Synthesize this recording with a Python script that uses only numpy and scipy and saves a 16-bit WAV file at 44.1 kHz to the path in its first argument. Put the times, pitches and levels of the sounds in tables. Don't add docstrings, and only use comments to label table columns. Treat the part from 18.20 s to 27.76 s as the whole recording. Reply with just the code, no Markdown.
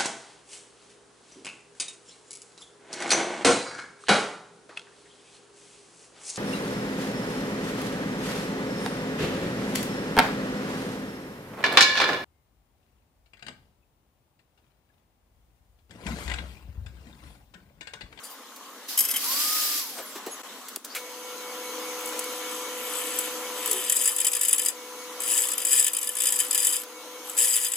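import sys
import numpy as np
from scipy import signal
from scipy.fft import rfft, irfft, next_fast_len
from scipy.io import wavfile
from scipy.ndimage import uniform_filter1d, map_coordinates

SR = 44100
rng = np.random.default_rng(int(sys.argv[2]) if len(sys.argv) > 2 else 0)


def field_ratio(decibels):
    return 10 ** (np.asarray(decibels, dtype=float) / 20)


def generate_wav(sig):
    pcm = np.round(np.clip(np.atleast_2d(sig).T, -1, 1) * 32767).astype(np.int16)
    wavfile.write(sys.argv[1], SR, pcm)


N = 421596
T = np.arange(N) / SR

# f/Hz, correlation
CORRELATION = [(100, 1), (1000, 0.92), (1500, 0.95), (2500, 0.027), (8000, 0.026), (15000, 0.44)]
# f/Hz, phase/rad
LEFT_LEAD = [(1500, 0), (2760, 0.77), (3530, 1.74), (4910, 0.79), (6370, 1.14), (7840, 0.87), (9470, 0.35),
             (12100, 1), (15400, 1.6)]
# f/Hz, level/dB
LEFT_LEAN = [(1290, 4), (2380, -3.5), (4400, 12), (8120, 4.5), (15000, -0.5)]

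# f/Hz, density/dB per Hz
IDLE_SPECTRUM = [(35, -77), (60, -47), (123, -38.5), (253, 0.5), (359, -9.5), (519, -1), (583, -8),
                 (960, -4), (1060, -0.5), (2000, -12), (2600, -22), (4400, -120)]
# f/Hz, density/dB per Hz
BELT_SPECTRUM = [(35, -82), (60, -55), (97, -48.5), (306, -7.5), (376, -17), (441, -6), (496, -4.5),
                 (637, -14), (727, -13.5), (933, -8.5), (1000, -8), (1100, -8), (1330, -8.5), (1630, -16.5),
                 (2000, -17), (2600, -41), (4400, -120)]
# f/Hz, density/dB per Hz
HISS_SPECTRUM = [(880, -24), (1500, -10.5), (2190, -2), (2370, -5), (3000, -0.5), (5020, -5.5), (6500, -3),
                 (6760, -4), (9010, -9.5), (11900, -7.5), (13800, -14), (15200, -8), (16000, -47)]
# t/s, level/dB
AUTO_GAIN = [(0, -10.5), (.4, -9), (1.1, -5), (1.5, -10), (2.2, -4.5), (2.74, -7.5), (3.6, -1), (4.0, -0.5),
             (5.46, 0), (5.72, -5), (6.4, -8.5), (7.0, -4), (7.4, -5), (7.77, -10), (8.33, -6), (8.6, -9),
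             (9.1, -6), (9.56, -11)]
# start t/s, end t/s, level/dB
DIPS = [
    (2.218, 2.234, -11.5),
    (2.565, 2.645, -9),
]

# t/s, level/dB
PART_STROKES = [
    (.03, -36),
    (.095, -44),
]
# f/Hz, width/Hz, level/dB
PART_MODES = [(4800, 270, -1), (7060, 370, -8), (9700, 4000, -7.5), (14100, 400, 3)]
# t/s, peak level/dB, low part over it/dB, T60/s
CLICK_EVENTS = [
    (0.3613, -34, -21, 0.086),
    (1.5776, -18, -27, 0.03),
    (2.063, -30, -8, 0.1),
    (2.484, -24.5, -16, 0.056),
    (2.5604, -14, -29, 0.019),
    (2.647, -23, -29, 0.056),
    (2.7493, -22, -6.5, 0.18),
    (8.6344, -26, -9, 0.039),
]
# t/s, peak level/dB, f/Hz, T60/s, bright puff over it/dB
BENCH_KNOCKS = [
    (1.775, -27, 704, 0.14, 3),
    (1.78, -29, 440, 0.19, -15),
    (1.78, -31, 1450, 0.11, -15),
    (1.952, -27, 370, 0.1, 5),
    (1.96, -32, 1000, .1, -15),
    (2.063, -20, 415, 0.11, -17),
    (2.065, -37, 950, 0.07, -15),
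    (2.568, -17, 372, 0.013, -18),
    (2.752, -25, 1360, 0.11, -18),
    (2.755, -22, 2200, 0.1, -12),
]
# t/s, length/s, start f/Hz, end f/Hz, level/dB, roughness/Hz
METAL_SQUEAKS = [
    (.772, .05, 6300, 13200, -31, 400),
    (2.101, 0.058, 6620, 6640, -42, 80),
    (2.104, 0.058, 11050, 11170, -44, 110),
    (2.688, 0.06, 4400, 5150, -46, 300),
    (5.487, 0.115, 436, 430, -38.5, 6.7),
    (5.502, 0.12, 372, 370, -43, 6),
]

# t/s, armature f/Hz, whine level/dB, fan and gear noise level/dB, brush tone level/dB
DRILL_RUN = [(0.98, 643, -52, -32, -50), (1.036, 837, -53, -27, -38), (1.084, 1000, -40.5, -26, -29),
             (1.148, 1118, -43, -24.5, -33), (1.22, 1210, -43, -23.5, -36), (1.352, 1254, -37, -23, -32),
             (1.588, 1184, -48, -27, -36), (1.65, 963, -53, -33.5, -53), (1.77, 692, -56, -40, -48),
             (1.79, 705.9, -41, -37.5, -42), (1.82, 615.2, -55, -45, -52)]
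# t/s, level/dB
FIRST_TURNS = [
    (.67, -29),
    (.76, -34.5),
    (1.0, -46),
]
# t/s, f/Hz, level/dB
RUN_DOWN = [
    (1.81, 13900, -62),
    (1.83, 12800, -44),
    (1.9, 9000, -50),
    (1.93, 7700, -59),
]
# f/Hz, density/dB per Hz
FAN_SPECTRUM = [(180, -35), (300, -8.5), (360, -18.5), (486, -21), (519, -15.5), (1100, -19), (1210, -14),
                (1320, -12.5), (3580, -5), (4990, -1), (8640, -8), (12700, -1.5), (16000, -13.5)]
# t/s, peak level/dB, low growl over it/dB
BIT_SKIPS = [(0.774, -8, -17), (0.7877, -3.5, -32), (0.804, -6.5, -37), (.822, -19, -23), (.836, -20, -15),
             (0.8486, -13, -21), (0.885, -13.5, -13), (.9035, -15.5, -24), (0.9105, -10, -27),
             (0.938, -18, -5), (0.959, -16, -7), (0.9644, -14, -21)]
# f/Hz, width/Hz, level/dB
HAND_BIT_MODES = [(5130, 150, -7.5), (6200, 200, -10), (7730, 140, -4), (9200, 160, -0.5),
                  (10500, 300, -21), (11740, 130, 7), (13500, 150, -8), (15000, 250, -8)]
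# f/Hz, width/Hz, level/dB
HAND_VICE_MODES = [(2060, 450, -7), (2630, 56, -3), (3110, 125, 4)]

# f/Hz, roughness/Hz
MOTOR_TONES = [(243, 1.5), (315, 1), (736, .3), (995.4, 1), (1366, 1.5), (6413.6, .5), (7830, 40),
               (10900, 50), (11830, 40), (12310, 40)]
MOTOR_TONE_LEVELS = [-14.5, -9, -11.5, -5, -9, -6, -29, -9, -12, -28]
# t/s, beats so far
SLIP_BEATS = [
    (2.87, 0),
    (4.67, 9),
    (6.82, 20),
    (9.57, 34),
]

# t/s, level/dB
TIP_TOUCH = [(2.8, -55), (3.3, -50), (3.75, -49), (3.9, -43), (4.15, -43), (4.3, -48), (5.2, -49),
             (5.7, -54.5), (6.55, -61), (8.7, -66), (9.1, -40.5)]
# start t/s, end t/s
LEVER_DOWN = [
    (4.25, 6.51),
    (6.996, 8.63),
    (9.167, 9.7),
]
# start t/s, end t/s
BIT_CLEAR = [
    (6.6, 6.918),
    (8.7, 9.04),
]
# t/s, hold/s, level/dB
LEVER_PUSHES = [(4.343, 0.018, -40), (4.695, 0.36, -33.5), (5.453, 0.21, -31.5), (5.793, 0.067, -27),
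                (6.038, 0.033, -34), (6.204, 0.074, -33.5), (6.278, 0.029, -33.5), (6.45, .08, -33),
                (7.095, 0.12, -27), (7.538, 0.048, -25), (7.807, 0.06, -36), (8.024, 0.052, -32),
                (8.14, 0.078, -31), (8.407, .12, -28), (9.165, 0.056, -21), (9.316, .12, -29)]

# f/Hz, width/Hz, level/dB
BIT_MODES = [(4960, 39, -6.5), (6280, 120, -32), (6700, 100, -10.5), (7270, 460, -17), (7730, 132, 2),
             (8450, 250, -22), (9000, 80, 0.5), (10020, 112, -0.5), (11530, 34, -32), (12300, 240, -9.5),
             (13300, 500, -16), (15000, 180, -33), (16600, 66.95, -18)]
# f/Hz, width/Hz, level/dB
SWARF_MODES = [(5930, 1660, -25), (10040, 1300, -9.5), (11700, 1100, -49), (14740, 740, -19.5)]
# f/Hz, width/Hz, level/dB
VICE_MODES = [(1766, 48, -4.5), (1935, 64.3, -8.5), (2418, 60.7, -7), (2654, 196, -10), (3060, 145, -3),
              (3540, 139, -6)]
# f/Hz, width/Hz, level/dB
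RIM_MODES = [(7700, 200, -2), (9900, 400, -3), (12330, 200, -1), (15000, 1200, -15), (8000, 9000, -21)]
# t/s, peak level/dB, turns it repeats
RIM_TICKS = [
    (3.7885, -23, 2),
    (3.8566, -20, 2),
    (3.889, -23, 3),
    (3.974, -28, 1),
    (3.991, -13, 1),
    (4.0398, -22, 1),
    (4.987, -8.5, 1),
    (5.4583, -11, 2),
    (5.512, -6.5, 2),
    (9.0956, -18, 1),
]
# t/s, peak level/dB
FLUTE_BITES = [(5.696, -5), (5.7207, -6.5), (5.7494, -18), (5.7636, -10.5), (5.7959, -18), (5.8276, -22),
               (5.842, -16), (5.8546, -7), (5.8741, -7.5), (5.8894, -14), (5.916, -16.5), (5.9294, -26),
               (5.962, -16), (5.983, -13.5), (6.0008, -10), (6.0122, -14), (6.0453, -6.5), (6.0666, -5.5),
               (6.0806, -17), (6.115, -16.5), (6.131, -10.5), (6.1492, -11), (6.1649, -14), (6.1915, -25),
               (6.2102, -9.5), (6.2315, -11), (6.2488, -11), (6.282, -11), (6.2912, -12), (6.3086, -14),
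               (6.3276, -5), (6.3423, -15), (6.3594, -22.5), (6.3807, -11), (6.3927, -11), (6.4163, -15),
               (6.431, -19.5), (6.4484, -16), (6.4587, -8), (6.4833, -8.5),
               (7.0012, -19), (7.0174, -22), (7.0339, -16), (7.0852, -16.5), (7.0997, -17), (7.1164, -12),
                (7.1344, -14), (7.1754, -8), (7.235, -13), (7.2511, -17), (7.2677, -18), (7.2846, -15),
                (7.3008, -20), (7.3146, -14.5), (7.3326, -16), (7.3783, -12), (7.4008, -18),
                (7.4161, -13.5), (7.449, -9), (7.467, -12), (7.4829, -15), (7.499, -20), (7.5287, -6.5),
                (7.5763, -9), (7.594, -7), (7.6242, -12), (7.643, -8.5), (7.665, -7.5), (7.679, -11),
                (7.7324, -15), (7.7463, -17), (7.7657, -14), (7.7842, -16.5), (7.8123, -17), (7.8277, -15),
                (7.8409, -19), (7.871, -15.5), (7.8894, -16.5), (7.9148, -26),
               (7.9511, -19), (7.9671, -15.5), (7.9845, -18), (8.0016, -11), (8.0182, -10), (8.0354, -10),
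              (8.0538, -9), (8.068, -7), (8.085, -12), (8.1017, -17), (8.1208, -9.5), (8.1372, -16),
              (8.1568, -15.5), (8.171, -24), (8.1882, -11), (8.201, -6), (8.2475, -19.5), (8.308, -10),
              (8.328, -14), (8.3457, -7), (8.3537, -11), (8.376, -8), (8.3912, -15), (8.4274, -10.5),
              (8.446, -10.5), (8.4673, -5.5), (8.4882, -17.5), (8.5105, -19), (8.523, -13), (8.5637, -15),
              (9.1668, -18), (9.1845, -10), (9.2878, -15), (9.3217, -15), (9.3375, -10), (9.3634, -8.5),
              (9.3868, -18), (9.3989, -19), (9.4134, -18), (9.431, -18), (9.446, -10), (9.4544, -20),
              (9.4636, -14), (9.4817, -19), (9.5164, -16), (9.5342, -16), (9.5544, -18)]
# f/Hz, width/Hz, depth 0-1
ANTIRESONANCES = [(4200, 660, 0.5), (5670, 430, 1), (8040, 250, 0.6), (8740, 260, 0.5), (11400, 170, 0.9),
                  (10440, 610, 1), (14050, 750, 0.7)]
# f/Hz, level/dB
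CUT_WHISTLES = [(10950, -4), (11600, 1), (12330, 8), (12900, -16)]

FLUTE_HZ = 59.3
HOLE_S = 5.69


def unit(x):
    return x / np.sqrt(np.mean(x ** 2) + 1e-20)


def along(points, hz):
    f, v = np.transpose(points)
    return np.interp(np.log(hz + 1), np.log(f + 1), v)


def curves(rows):
    s, *columns = np.transpose(rows)
    return [np.interp(T, s, column) for column in columns]


def during(t0, t1, fade):
    return np.clip(np.minimum(T - t0, t1 - T) / fade, 0, 1)


def wobble(rate):
    knots = rng.standard_normal(int(N * rate / SR) + 4)
    return map_coordinates(knots, [T * rate], order=1)


def tone(hz):
    return np.sqrt(2) * np.sin(2 * np.pi * np.cumsum(hz + 0 * T) / SR)


def rush(spectrum, patchy_db):
    z = signal.stft(rng.standard_normal((2, N)), nperseg=512)[2]
    field = uniform_filter1d(rng.standard_normal(z.shape[1:]), size=5, axis=0)
    field = uniform_filter1d(field, size=8, axis=1)
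    patchy = signal.istft(z * field_ratio(patchy_db * unit(field)), nperseg=512)[1][:, :N]
    size = next_fast_len(N)
    hz = np.fft.rfftfreq(size, 1 / SR)
    pair = rfft(patchy, size) * field_ratio(along(spectrum, hz))
    turn = np.arccos(np.clip(along(CORRELATION, hz), -1, 1)) / 2
    mid, side = irfft(pair * [np.cos(turn), np.sin(turn)], size)[:, :N]
    return np.array([mid + side, mid - side])


def band_unit(x, lo_hz, hi_hz):
    hz, power = signal.welch(x.mean(0), SR, nperseg=2048)
    return x / np.sqrt(power[(hz > lo_hz) & (hz < hi_hz)].sum() * hz[1])


def scrape(times, dbs, modes, life_s, scatter_db, rise_s=0.0015, rasp=0):
    out = np.zeros((2, N))
    at = np.clip(np.round(times * SR).astype(int), 0, N - 1)
    n = min(N, at.max() + SR // 2)
    luck = scatter_db * rng.standard_normal((len(at), len(modes)))
    rise, decay = np.exp(-1 / (rise_s * SR)), np.exp(-1 / (life_s * SR))
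    envelope_poles = np.convolve([1, -rise], [1, -decay])
    steady = (rasp + 0 * T)[:n]
    for (hz, width_hz, db), mode_db in zip(modes, luck.T):
        hits = np.bincount(at, field_ratio(dbs + db + mode_db), n)
        burst = signal.lfilter([1 - rise], envelope_poles, hits)
        friction = (burst + steady * field_ratio(db)) * rng.standard_normal(n)
        r, w = np.exp(-.7 * np.pi * width_hz / SR), 2 * np.pi * hz / SR
        ring = signal.lfilter([1 - r, 0, r - 1], [1, -2 * r * np.cos(w), r * r], friction)
        late = (np.roll(ring, 1) - np.cos(w) * ring) / np.sin(w)
        lean_db, lead = along(LEFT_LEAN, hz), along(LEFT_LEAD, hz)
        right = np.cos(lead) * ring + np.sin(lead) * late
        out[:, :n] += [field_ratio(lean_db / 2) * ring, field_ratio(-lean_db / 2) * right]
    return out


def shop():
    rumble_db, idle_hiss_db, run_hiss_db = -40.5, -49.5, -47.5
    gain_db, = curves(AUTO_GAIN)
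    running = during(2.7, N / SR + 1, 0.057)
    idle = band_unit(rush(IDLE_SPECTRUM, patchy_db=2.0), 200, 1470)
    belts = band_unit(rush(BELT_SPECTRUM, patchy_db=2.0), 200, 1470)
    rumble = field_ratio(rumble_db + gain_db) * (np.sqrt(1 - running) * idle + np.sqrt(running) * belts)
    hiss_db = idle_hiss_db + running * (run_hiss_db - idle_hiss_db) + 0.97 * gain_db
    return rumble + field_ratio(hiss_db) * band_unit(rush(HISS_SPECTRUM, patchy_db=2.0), 3340, 4970)


def rubs():
    s, db = np.transpose(PART_STROKES)
    return scrape(s, db + 11.0, PART_MODES, life_s=0.025, scatter_db=3.0, rise_s=0.01)


def bandpass_noise(n, band):
    sos = signal.butter(2, band, "band", fs=SR, output="sos")
    return unit(signal.sosfilt(sos, rng.standard_normal(n)))


def handling():
    out, t = np.zeros(N + SR), np.arange(SR // 5) / SR
    for s, db, low_db, t60 in CLICK_EVENTS:
        crack = bandpass_noise(len(t), [3200, 15000]) + field_ratio(low_db) * bandpass_noise(len(t), [910, 3200])
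        out[round(s * SR):][:len(t)] += field_ratio(db - 7.5 - 60 * t / min(t60, .2)) * crack
    for s, db, hz, t60, puff_db in BENCH_KNOCKS:
        body = signal.lfilter(*signal.iirpeak(hz, 3.5, SR), rng.standard_normal(len(t)))
        puff = signal.lfilter([1], [1, -.6], rng.standard_normal(len(t)))
        envelope = field_ratio(db - 5.5 - 60 * t / t60) * (1 - np.exp(-t / (0.052 * t60)))
        out[round(s * SR):][:len(t)] += envelope * (unit(body) + field_ratio(puff_db - 3.5) * unit(puff))
    out = signal.sosfilt(signal.butter(2, 230, "high", fs=SR, output="sos"), out[:N])
    for s, length, hz0, hz1, db, rough_hz in METAL_SQUEAKS:
        glide_hz = np.interp(T, [s, s + length], [hz0, hz1]) + rough_hz * wobble(320)
        out += field_ratio(db + 3.3 * wobble(60)) * during(s, s + length, length / 3) * tone(glide_hz)
    return out


def hand_drill():
    hz, whine_db, fan_db, brush_db = curves(DRILL_RUN)
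    whine = field_ratio(whine_db + 0.73 * wobble(60.0)) * tone(hz)
    brushes = field_ratio(brush_db - 5 + 4 * wobble(150)) * tone(12 * hz + 130 * wobble(300))
    mesh = field_ratio(fan_db - 13) * during(1.07, 1.64, .05) * (.6 + .7 * wobble(220)) * tone(4.1 * hz)
    turning = during(1.0, 2.0, 0.039) * (whine + brushes + mesh)

    fan_db = np.where(T < DRILL_RUN[0][0], curves(FIRST_TURNS)[0], fan_db)
    fan_gain = field_ratio(fan_db - 1.5 + wobble(90)) * during(0.678, 2.0, 0.012)
    fan = fan_gain * unit(rush(FAN_SPECTRUM, patchy_db=0.5))

    coast_hz, coast_db = curves(RUN_DOWN)
    coast = field_ratio(coast_db) * during(1.8, 2.6, .01) * tone(coast_hz + 40 * wobble(200))

    s, db, growl_db = np.transpose(BIT_SKIPS)
    drag_from, drag_to = .772, .99
    bit_modes = [*HAND_BIT_MODES, (6480, 1400, -22.0), (11200, 6700, -13.5)]
    skips = scrape(s, db + 8.5, bit_modes, life_s=0.0039, scatter_db=1.5, rise_s=0.0023,
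                   rasp=field_ratio(-24.5) * during(drag_from, drag_to, 0.0083))
    growl = scrape(s, db + growl_db + 9, HAND_VICE_MODES, life_s=0.013, scatter_db=0,
                   rasp=field_ratio(-29.0) * during(drag_from, drag_to, 0.005))

    cut_s = np.arange(1.12, 1.6, .004)
    rub = scrape(cut_s, np.interp(cut_s, T, fan_db) - 2.0, BIT_MODES, life_s=0.004, scatter_db=6.5)
    return turning + fan + coast + skips + growl + rub


def feed():
    press_db_per_s, ease_db_per_s = 96, 114
    down = sum(during(t0, t1, 0.01) for t0, t1 in LEVER_DOWN)
    pushed = 0
    for s, hold, db in LEVER_PUSHES:
        before, after = np.maximum(s - T, 0), np.maximum(T - s - hold, 0)
        pushed = pushed + field_ratio(db - press_db_per_s * before - ease_db_per_s * after) ** 2
    level_db = 10 * np.log10(down ** 2 * pushed + field_ratio(curves(TIP_TOUCH)[0]) ** 2)
    not_yet = 1 - during(TIP_TOUCH[0][0], N / SR + 1, 0.025)
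    lifted = sum(during(t0, t1, 0.023) for t0, t1 in BIT_CLEAR)
    return level_db - 80 * (not_yet + lifted)


def motor(cut_db):
    hum_db, hum_hz, slot_hz = -42.5, 497.6, 2226.5
    duck, duck_from_db, duck_s = 0.24, -44, 0.42
    load_db = uniform_filter1d(np.maximum(cut_db - duck_from_db, 0), round(duck_s * SR) + 1)
    db = hum_db + curves(AUTO_GAIN)[0] - duck * load_db
    slow_db = uniform_filter1d(db, size=SR // 2)
    hum = field_ratio(db + 3.0) * tone(hum_hz)
    for (hz, rough_hz), rel_db in zip(MOTOR_TONES, MOTOR_TONE_LEVELS):
        waver = field_ratio(1.5 * wobble(10)) * tone(hz + rough_hz * wobble(15 + 8 * rough_hz))
        hum = hum + field_ratio(slow_db + rel_db) * waver
    swell = np.clip(0.6 + 0.54 * np.cos(2 * np.pi * curves(SLIP_BEATS)[0]), 0, 1)
    hum = hum + field_ratio(slow_db - 4.0) * swell * tone(slot_hz)
    return during(2.76, N / SR + 1, 0.0087) * hum


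def repeats(rows):
    return np.transpose([(s + k / FLUTE_HZ, db - 3.7 * k)
                         for s, db, turns in rows for k in range(max(round(turns), 1))])


def press_bit(cut_db):
    bite_s, bite_db = np.transpose(np.array(FLUTE_BITES))
    tick_s, tick_db = repeats(RIM_TICKS)

    step_s = np.r_[np.sort(np.r_[tick_s, bite_s]), N / SR]
    steps = np.maximum(np.round(np.diff(step_s) * 2 * FLUTE_HZ), 1)
    half_turns = np.r_[0, np.cumsum(steps)]
    count = np.arange(half_turns[-1])
    times = np.interp(count, half_turns, step_s)
    second = (count - half_turns[np.searchsorted(half_turns, count, "right") - 1]) % 2

    depth_db = np.interp(times, T, cut_db)
    chatter_db = .5 * np.minimum(depth_db + 31.5, 0)
    slide_db = -4.5 * (times < HOLE_S)
    weaker_db = np.clip(1.6 * (-28.5 - depth_db), 0, 9) * second
    flute_db = depth_db + chatter_db + slide_db - weaker_db + 2 * rng.standard_normal(len(times))
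    flute_db[np.abs(times[:, None] - bite_s).min(axis=1) < .003] = -120
    at, dbs = np.r_[times, bite_s], np.r_[flute_db + 26, bite_db + 14.5]

    rasp_share_db = 0.27 * np.maximum(-11.0 - cut_db, 0) * (T < HOLE_S)
    rasp_db = cut_db - 1.0 + 1.3 * wobble(40) + rasp_share_db
    growl_db = np.where(T < HOLE_S, -6.5, -12) - 0.26 * (np.maximum(cut_db, -55) + 42.5)
    low_db = dbs + np.interp(at, T, growl_db) + 0.5

    bright = scrape(at, dbs, [*BIT_MODES, *SWARF_MODES], life_s=0.0031, scatter_db=1.5, rise_s=0.0014,
                    rasp=field_ratio(rasp_db))
    growl = scrape(at, low_db, [*VICE_MODES, (2884, 1900, -15.5)], life_s=0.0056, scatter_db=3.0,
                   rise_s=0.0031, rasp=field_ratio(rasp_db + growl_db + 11.5))
    ticks = scrape(tick_s, tick_db + 8.0, RIM_MODES, life_s=0.0044, scatter_db=2.5, rise_s=0.00044)
    out = bright + growl + ticks
    for hz, width_hz, depth in ANTIRESONANCES:
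        peak = signal.lfilter(*signal.iirpeak(hz, hz / width_hz, SR), out)
        out = out - np.clip(depth, 0, 1) * peak
    whistle_db = np.minimum(cut_db, -36) - 12.5
    return out + sum(field_ratio(whistle_db + db) * wobble(150) * tone(hz) for hz, db in CUT_WHISTLES)


def room(x, t60):
    t = np.arange(SR // 4) / SR
    tail = field_ratio(-60 * t / t60) * rng.standard_normal((2, len(t)))
    return signal.fftconvolve(x, tail / np.linalg.norm(tail[0]), axes=1)[:, :N]


def scene():
    cut_db = feed()
    near = press_bit(cut_db) + hand_drill() + rubs() + handling() * field_ratio([[.5], [-.5]])
    dip_db = sum(db * during(t0, t1, 0.0027) for t0, t1, db in DIPS)
    background = shop() * field_ratio(dip_db) + motor(cut_db)
    return near + field_ratio(-13) * room(near, t60=.2) + background * field_ratio([[.6], [-.6]])


def top_cut(x):
    return signal.sosfilt(signal.butter(12, 16990, fs=SR, output="sos"), x)


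def record(dry):
    mix = dry / (1 + np.abs(dry / .55) ** 4) ** (1 / 4)
    mix = signal.sosfilt(signal.butter(6, 150, "high", fs=SR, output="sos"), mix)
    self_noise = rng.standard_normal(N) + .5 * rng.standard_normal((2, N))
    mix = mix + field_ratio(-70) * signal.lfilter([.03], [1, -.97], self_noise)
    mix = signal.sosfilt(signal.ellip(8, .5, 45, 15780, fs=SR, output="sos"), mix)
    return top_cut(mix)


dry = scene()
out = record(dry)
generate_wav(out)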